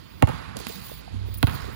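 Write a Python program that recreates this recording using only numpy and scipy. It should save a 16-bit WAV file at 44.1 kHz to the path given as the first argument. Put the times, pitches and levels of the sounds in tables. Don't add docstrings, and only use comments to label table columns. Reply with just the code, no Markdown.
import sys
import numpy as np
from scipy import signal
from scipy.fft import rfft, irfft, next_fast_len
from scipy.io import wavfile
from scipy.ndimage import uniform_filter1d

SR = 44100
rng = np.random.default_rng(int(sys.argv[2]) if len(sys.argv) > 2 else 0)


def dump_mix(stems):
    frames = np.atleast_2d(stems).T
    limited = np.clip(frames, -1, 1)
    pcm = np.round(limited * 32767).astype(np.int16)
    wavfile.write(sys.argv[1], SR, pcm)


def voltage_ratio(level):
    return 10 ** (np.asarray(level, float) / 20)


N = 77175

# (frequency [Hz], density [dB/Hz])
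AIR_SPECTRUM = [(30, -38), (55, 5), (110, 0.5), (250, -7.5), (800, -20.5), (5000, -25), (6000, -35),
                (14000, -63)]
# (frequency [Hz], density [dB/Hz])
RASP_SPECTRUM = [(1500, -19), (3500, -1), (5000, 0), (6000, -8), (9300, -13), (12000, -22.5), (14000, -30),
                 (16000, -59)]
# (frequency [Hz], width [Hz], level [dB])
SQUEAL_LINES = [(14980, 360, 1.5), (15950, 190, -7.5), (9230, 410, -5.5), (11200, 4300, -15.5)]
# (time [s], rasp [dB], squeal [dB])
SCUFF_LEVELS = [(0, -56, -66), (0.188, -62, -60), (.3, -47.5, -73), (.55, -53.5, -92), (.585, -44.5, -51),
                (.65, -41, -67), (.7, -38.5, -46), (.82, -44, -53), (0.861, -43.5, -43.5),
                (1.001, -48, -52), (1.021, -52.5, -69), (1.244, -56.5, -85), (1.265, -53, -60),
                (1.419, -54.5, -53), (1.53, -43.5, -50), (1.579, -42.5, -56), (1.708, -49.5, -65),
                (1.75, -51, -57)]
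# (time [s], length [s], level [dB])
SOLE_SQUEAKS = [(0.681, 0.0088, -37.5), (1.339, 0.011, -43), (1.372, 0.013, -37.5), (1.541, 0.01, -43.5),
                (1.722, 0.024, -56)]
# (time [s], knock pitch [Hz], knock [dB], tick [dB], length [s])
SMALL_CONTACTS = [(.217, 603, -30, -62, 0.0062), (0.558, 659, -30.5, -58, 0.0031),
                  (0.568, 250, -29, -21.5, 0.0032), (0.5895, 300, -38, -25, 0.0014),
                  (0.6, 346, -35, -30, 0.0077), (0.6685, 3800, -22.5, -11, 0.00048),
                  (0.67, 231, -26, -61, 0.0026), (0.697, 519, -29, -40, 0.0025),
                  (.762, 185, -32.5, -58, 0.0056), (0.897, 960, -32, -56, 0.00049),
                  (0.916, 574, -28, -55, 0.0013), (1.078, 704, -31.5, -73, 0.0012),
                  (1.123, 520, -40, -45, 0.00077), (1.14, 200, -30.5, -74, 0.0073),
                  (1.286, 400, -29.5, -55, 0.0011), (1.34, 3550, -43, -40, 0.0037),
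                  (1.541, 135, -28, -59, 0.014), (1.625, 61.5, -21.5, -49, 0.012),
                  (1.642, 400, -31, -42, 0.0021), (1.678, 424, -31, -48, 0.0053),
                  (1.723, 92, -28.5, -49, 0.009)]
# (frequency [Hz], density [dB/Hz])
TICK_SPECTRUM = [(500, 12.5), (2000, -6.5), (5000, 6), (6000, 3), (10000, -4), (13500, -10.5), (15200, -18)]
# (frequency [Hz], T60 [s], level [dB])
HALL_DECAY = [(60.3, 2.2, 11), (135, 2.54, 16.5), (300, 1.23, -0.5), (690, 2.23, -1.5), (1240, 1.76, 3.5),
              (2380, 3.8, -8), (4600, 0.98, -17), (5800, 1.02, -29)]
# (time [s], slap [dB], crack [dB], roof echo delay [s], roof echo [dB])
BOUNCES = [
    (0.2243, 7.5, 4.5, .0487, -16.5),
    (1.4291, 0.5, 0, .0417, -10),
]
# (slap delay [s], fizz [dB], skin ring [Hz], skin ring [dB], skin T60 [s])
CONTACTS = [(0.0047, -13, 2100, -20, 0.0055), (0.00438, 1, 1420, -29, 0.016)]
# (delay after blow [s], sharp part [dB], thump [dB])
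WALL_ECHOES = [
    [(.0125, -21.5, -49), (.030, -28, -29), (.0648, -17, -17), (.108, -37, -23.5)],
    [(.0118, -21, -38), (.0682, -19, -27), (.1045, -25, -20.5)],
]
# (frequency [Hz], width [Hz], level [dB])
THUMP_PEAKS = [(101.5, 68, 31), (275, 46, 24), (61.5, 115, 9.5)]
# (frequency [Hz], width [Hz], level [dB])
SLAP_PEAKS = [(590, 390, 14.5), (1230, 120, -15), (2090, 110, -18)]
# (frequency [Hz], level [dB], T60 [s])
AIR_MODES = [(1096, -35.5, 0.07), (1190, -60, 0.15), (1502, -55.5, 0.11), (2163, -61, 0.089),
             (2556, -98, 0.23)]
# (frequency [Hz], density [dB/Hz])
CRACK_SPECTRUM = [(500, 7), (1500, 5), (3000, 1), (4800, -17), (7000, -4.5), (11000, -19.5), (15000, -27)]
# (frequency [Hz], density [dB/Hz])
FIZZ_SPECTRUM = [(2000, -13), (4000, 7), (6500, 3.5), (9000, 4), (11500, -34), (15000, -7)]
# (frequency [Hz], level against right [dB], likeness to right [0-1])
LEFT_MIC = [(50.3, -8.5, 1), (115, -10.5, 1), (250, -18.5, 0), (400, -12.5, 1), (830, -5, 0.54),
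            (1330, -6, 0.89), (2570, -21.5, 0), (4660, -21.5, 0.76), (7800, -6.5, 0.83)]
# (frequency [Hz], width [Hz], depth [dB])
LEFT_DIPS = [(3670, 320, -5), (4530, 420, -2.5), (8140, 73, -14)]

THUMP_DB, TAIL_DB = (6, 4), (3, 3.5)
LEAD = 64


def evened(x):
    return x / np.sqrt(np.mean(x ** 2) + 1e-20)


def read(points, hz, order=1):
    rows = np.transpose(points)
    return np.interp(np.log(hz + 1), np.log(rows[0] + 1), rows[order])


def peaks(rows, hz):
    return sum(voltage_ratio(db) * np.exp(-((hz - f) / w) ** 2) for f, w, db in rows)


def add(mix, s, sound):
    part = mix[round(s * SR):][:len(sound)]
    part += sound[:len(part)]


def coloured(x, points):
    return irfft(rfft(x) * voltage_ratio(read(points, np.fft.rfftfreq(len(x), 1 / SR))), len(x))


def patchy(points, patchy_db):
    a, b, patches = rng.standard_normal((N // 128 + 6, 257, 3)).T
    patches = uniform_filter1d(patches, size=6, axis=0)
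    patches = evened(uniform_filter1d(patches, size=14, axis=1))
    cells = (a + 1j * b) * voltage_ratio(patchy_db * patches)
    x = signal.istft(cells, nperseg=512, noverlap=384)[1][:N]
    return evened(coloured(x, points))


def machines():
    drone_hz, hum_hz = 95, 59
    start_s, rise_s, length_s, fall_s = 1.105, 0.064, 0.34, 0.017
    air_db, drone_db, sag_db, under_db, hum_db = -40.5, -25, -9.5, -4.5, -45
    t = np.arange(N) / SR
    waver = evened(uniform_filter1d(rng.standard_normal((2, N)), size=1500, axis=1))
    u = t - start_s
    swell = np.clip(u / rise_s, 0, 1) * np.clip((length_s - u) / fall_s, 0, 1)
    swell = swell * voltage_ratio(drone_db + sag_db * u / length_s)
    drone = voltage_ratio(3.4 * waver[0]) * swell * np.sin(2 * np.pi * drone_hz * t)
    hum_level = voltage_ratio(hum_db) + voltage_ratio(under_db) * swell
    hum = hum_level * voltage_ratio(2 * waver[1]) * np.sin(2 * np.pi * hum_hz * t)
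    return voltage_ratio(air_db) * patchy(AIR_SPECTRUM, patchy_db=2) + np.sqrt(2) * (drone + hum)


def scuff():
    grit_db, attack_s, release_s = 1.5, 0.0022, 0.0073
    s, rasp_db, squeal_db = np.transpose(SCUFF_LEVELS)
    t, hz = np.arange(N) / SR, np.fft.rfftfreq(N, 1 / SR)
    flat = patchy([(0, 0), (1, 0)], patchy_db=-2.0)
    squeal = evened(irfft(rfft(flat) * peaks(SQUEAL_LINES, hz), N))
    grit = voltage_ratio(grit_db * evened(uniform_filter1d(rng.standard_normal(N), size=300)))
    press = np.zeros(N)
    for at_s, length_s, db in SOLE_SQUEAKS:
        rise = np.clip((t - at_s) / attack_s, 0, 1)
        fall = np.clip((at_s + length_s - t) / release_s + 1, 0, 1)
        press += voltage_ratio(db) * rise * fall
    squeal = (press + voltage_ratio(np.interp(t, s, squeal_db))) * squeal
    rasp = voltage_ratio(np.interp(t, s, rasp_db)) * patchy(RASP_SPECTRUM, patchy_db=2.0)
    return grit * (squeal + rasp)


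def hall():
    rise_s, early_db, early_s = 0.0082, 4.5, 0.019
    hz, t, z = signal.stft(rng.standard_normal(int(1.6 * SR)), SR, nperseg=512)
    gain = voltage_ratio(read(HALL_DECAY, hz, order=2)[:, None] - 60 * t / read(HALL_DECAY, hz)[:, None])
    tail = signal.istft(z * gain, SR, nperseg=512)[1]
    t = np.arange(len(tail)) / SR
    return tail * np.minimum(t / rise_s, 1) * voltage_ratio(early_db * np.exp(-t / early_s)) / 60


def knocks():
    tail_db = -6
    out, t = np.zeros(N), np.arange(8000) / SR
    noises = rng.standard_normal((len(SMALL_CONTACTS), 2, 8000))
    for (s, hz, knock_db, tick_db, length_s), (noise, drift) in zip(SMALL_CONTACTS, noises):
        shape = np.sqrt(t / length_s) * np.exp(0.5 - t / length_s / 2)
        turns = np.cumsum(hz * (1 + 0.222 * evened(uniform_filter1d(drift, size=150)))) / SR
        tick = evened(coloured(noise, TICK_SPECTRUM))
        tick = tick * np.minimum(t / 0.0003, 1) * np.exp(-t / min(length_s, 0.006))
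        add(out, s, voltage_ratio(knock_db) * shape * np.sin(2 * np.pi * turns) + voltage_ratio(tick_db) * tick)
    tail = coloured(hall(), [(50, -18), (200, -11), (1200, -2.5), (5000, 13.0)])
    return out + voltage_ratio(tail_db) * signal.fftconvolve(out, tail)[:N]


def blow(thump_db, slap_db, crack_db, slap_s, fizz_db, skin_hz, skin_db, skin_t60):
    lag_s, lag_power, lag_turn = 0.0171, 0.65, 3.15
    all_crack_db, fizz_s, ground_s, ground_db = -13.5, 0.00025, 0.001475, -5.5
    near_hz, near_db, near_s = 2950, -29, 0.0084
    t, hz = np.arange(8192) / SR, np.fft.rfftfreq(8192, 1 / SR)
    turn = 2 * np.pi * lag_s * 110 * (hz / 110) ** (1 - lag_power) / (1 - lag_power)
    thump = irfft(voltage_ratio(thump_db) * peaks(THUMP_PEAKS, hz) * np.exp(1j * (lag_turn - turn)))
    slap = -irfft(voltage_ratio(slap_db) * peaks(SLAP_PEAKS, hz) * np.exp(-2j * np.pi * slap_s * hz))
    burst, near = rng.standard_normal((2, 8192))
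    ground = 1 + voltage_ratio(ground_db) * np.exp(-2j * np.pi * hz * ground_s)
    crack = -3 * irfft(voltage_ratio(read(CRACK_SPECTRUM, hz)) * ground)
    fizz = voltage_ratio(fizz_db) * np.roll(coloured(burst, FIZZ_SPECTRUM) * np.exp(-t / fizz_s), -12)
    skin = -voltage_ratio(skin_db - 60 * t / skin_t60) * np.cos(2 * np.pi * skin_hz * t)
    sharp = slap + skin + voltage_ratio(all_crack_db + crack_db) * (crack + fizz)
    sharp = np.roll(sharp, LEAD) * (t < 0.1)
    near = coloured(near, [(near_hz, 0), (9000, -14)]) * np.exp(-t / near_s)
    sharp = sharp + voltage_ratio(near_db) * signal.fftconvolve(sharp, near)[:8192]
    return np.roll(thump, LEAD) * np.minimum(1, 5 * (1 - t / t[-1])), sharp


def ball():
    ball_db, echo_thump_db, smear_s = 8, -4.5, 0.0063
    out, t = np.zeros(N), np.arange(9000) / SR
    u = t[:1500]
    for bounce, contact, walls, thump_db, tail_db in zip(BOUNCES, CONTACTS, WALL_ECHOES, THUMP_DB, TAIL_DB):
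        s, slap_db, crack_db, roof_s, roof_db = bounce
        thump, sharp = blow(thump_db, slap_db, crack_db, *contact)
        ring = sum(voltage_ratio(db - 60 * t / t60) * np.sin(2 * np.pi * f * t) for f, db, t60 in AIR_MODES)
        add(out, s - LEAD / SR, thump + sharp)
        add(out, s, voltage_ratio(slap_db) * ring)
        roof = (roof_s, roof_db, roof_db + echo_thump_db)
        for lag_s, db, low_db in [roof] + list(walls):
            smear = 0.063 * rng.standard_normal(1500) * np.exp(-u / smear_s) + (u == 0)
            echo = voltage_ratio(db) * signal.fftconvolve(sharp, smear)[:8192] + voltage_ratio(low_db) * thump
            add(out, s + lag_s - LEAD / SR, echo)
        add(out, s + roof_s, voltage_ratio(tail_db) * hall())
    return voltage_ratio(ball_db) * out


def scene():
    return np.tile(ball() + knocks() + scuff() + machines(), (2, 1))


def top_cut(x):
    return signal.sosfilt(signal.butter(12, 17000, fs=SR, output="sos"), x)


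def record(dry):
    cross_hz, edge_hz, low_cut_hz = 8100, 15830, 62.6
    left_lag_s, left_turn, top_lead_s, top_turn = 0.0003, 2.2, 9.7 / SR, 2.67
    fold_turn, sudden = 0.8, 3
    notch_hz, notch_width_hz, notch_db = 5580, 620, -7
    size = next_fast_len(N + 4096)
    hz = np.fft.rfftfreq(size, 1 / SR)
    source, right = rfft(dry[0], size), rfft(dry[1], size)

    loose = rfft(rng.standard_normal(600) * np.exp(-np.arange(600) / SR / 0.0022), size)
    loose = source * loose / np.sqrt(uniform_filter1d(abs(loose) ** 2, size=300))
    like = np.clip(read(LEFT_MIC, hz, order=2), 0, 1)
    turn = left_turn * np.clip(0.79 + hz / 1500, 0, 1) + 2 * np.pi * hz * left_lag_s
    path = like * np.exp(-1j * turn) * source + np.sqrt(1 - like ** 2) * loose
    dips_db = sum(db * np.exp(-((hz - f) / w) ** 2) for f, w, db in LEFT_DIPS)
    low = voltage_ratio(read(LEFT_MIC, hz) + dips_db) * path

    top = 1 / (1 + np.exp((cross_hz - hz) / 40))
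    turn = 2 * np.pi * hz * top_lead_s - top_turn
    whole = np.pi * np.round(turn / np.pi)
    folded = np.where(abs(turn - whole) < fold_turn * hz / 10000, whole, turn)
    left = (1 - top) * low + top * np.exp(1j * np.array([folded, turn])) * right

    edge = 1 / (1 + np.exp((hz - edge_hz) / 20))
    edge = np.array([edge, edge + voltage_ratio(-22) * (1 - edge) * (hz < 17000)])
    notch = voltage_ratio(notch_db * np.exp(-((hz - notch_hz) / notch_width_hz) ** 2))
    low_cut = np.sqrt(1 + (low_cut_hz / (hz + 1)) ** 8)
    both = irfft(np.array([left, [right, right]]) * edge * notch / low_cut, size)[..., :N]

    power = irfft(right * top * (hz < 14000), size)[:N] ** 2
    usual = np.roll(uniform_filter1d(power, size=1500), 850)
    attack = uniform_filter1d(power, size=200) > sudden * usual
    attack = np.clip(3 * uniform_filter1d(1.0 * attack, size=700), 0, 1)
    out = both[:, 0] + attack * (both[:, 1] - both[:, 0])
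    mix = 0.31 * np.tanh(out / 0.94) + 0.73 * out
    return top_cut(mix)


dry = scene()
out = record(dry)
dump_mix(out)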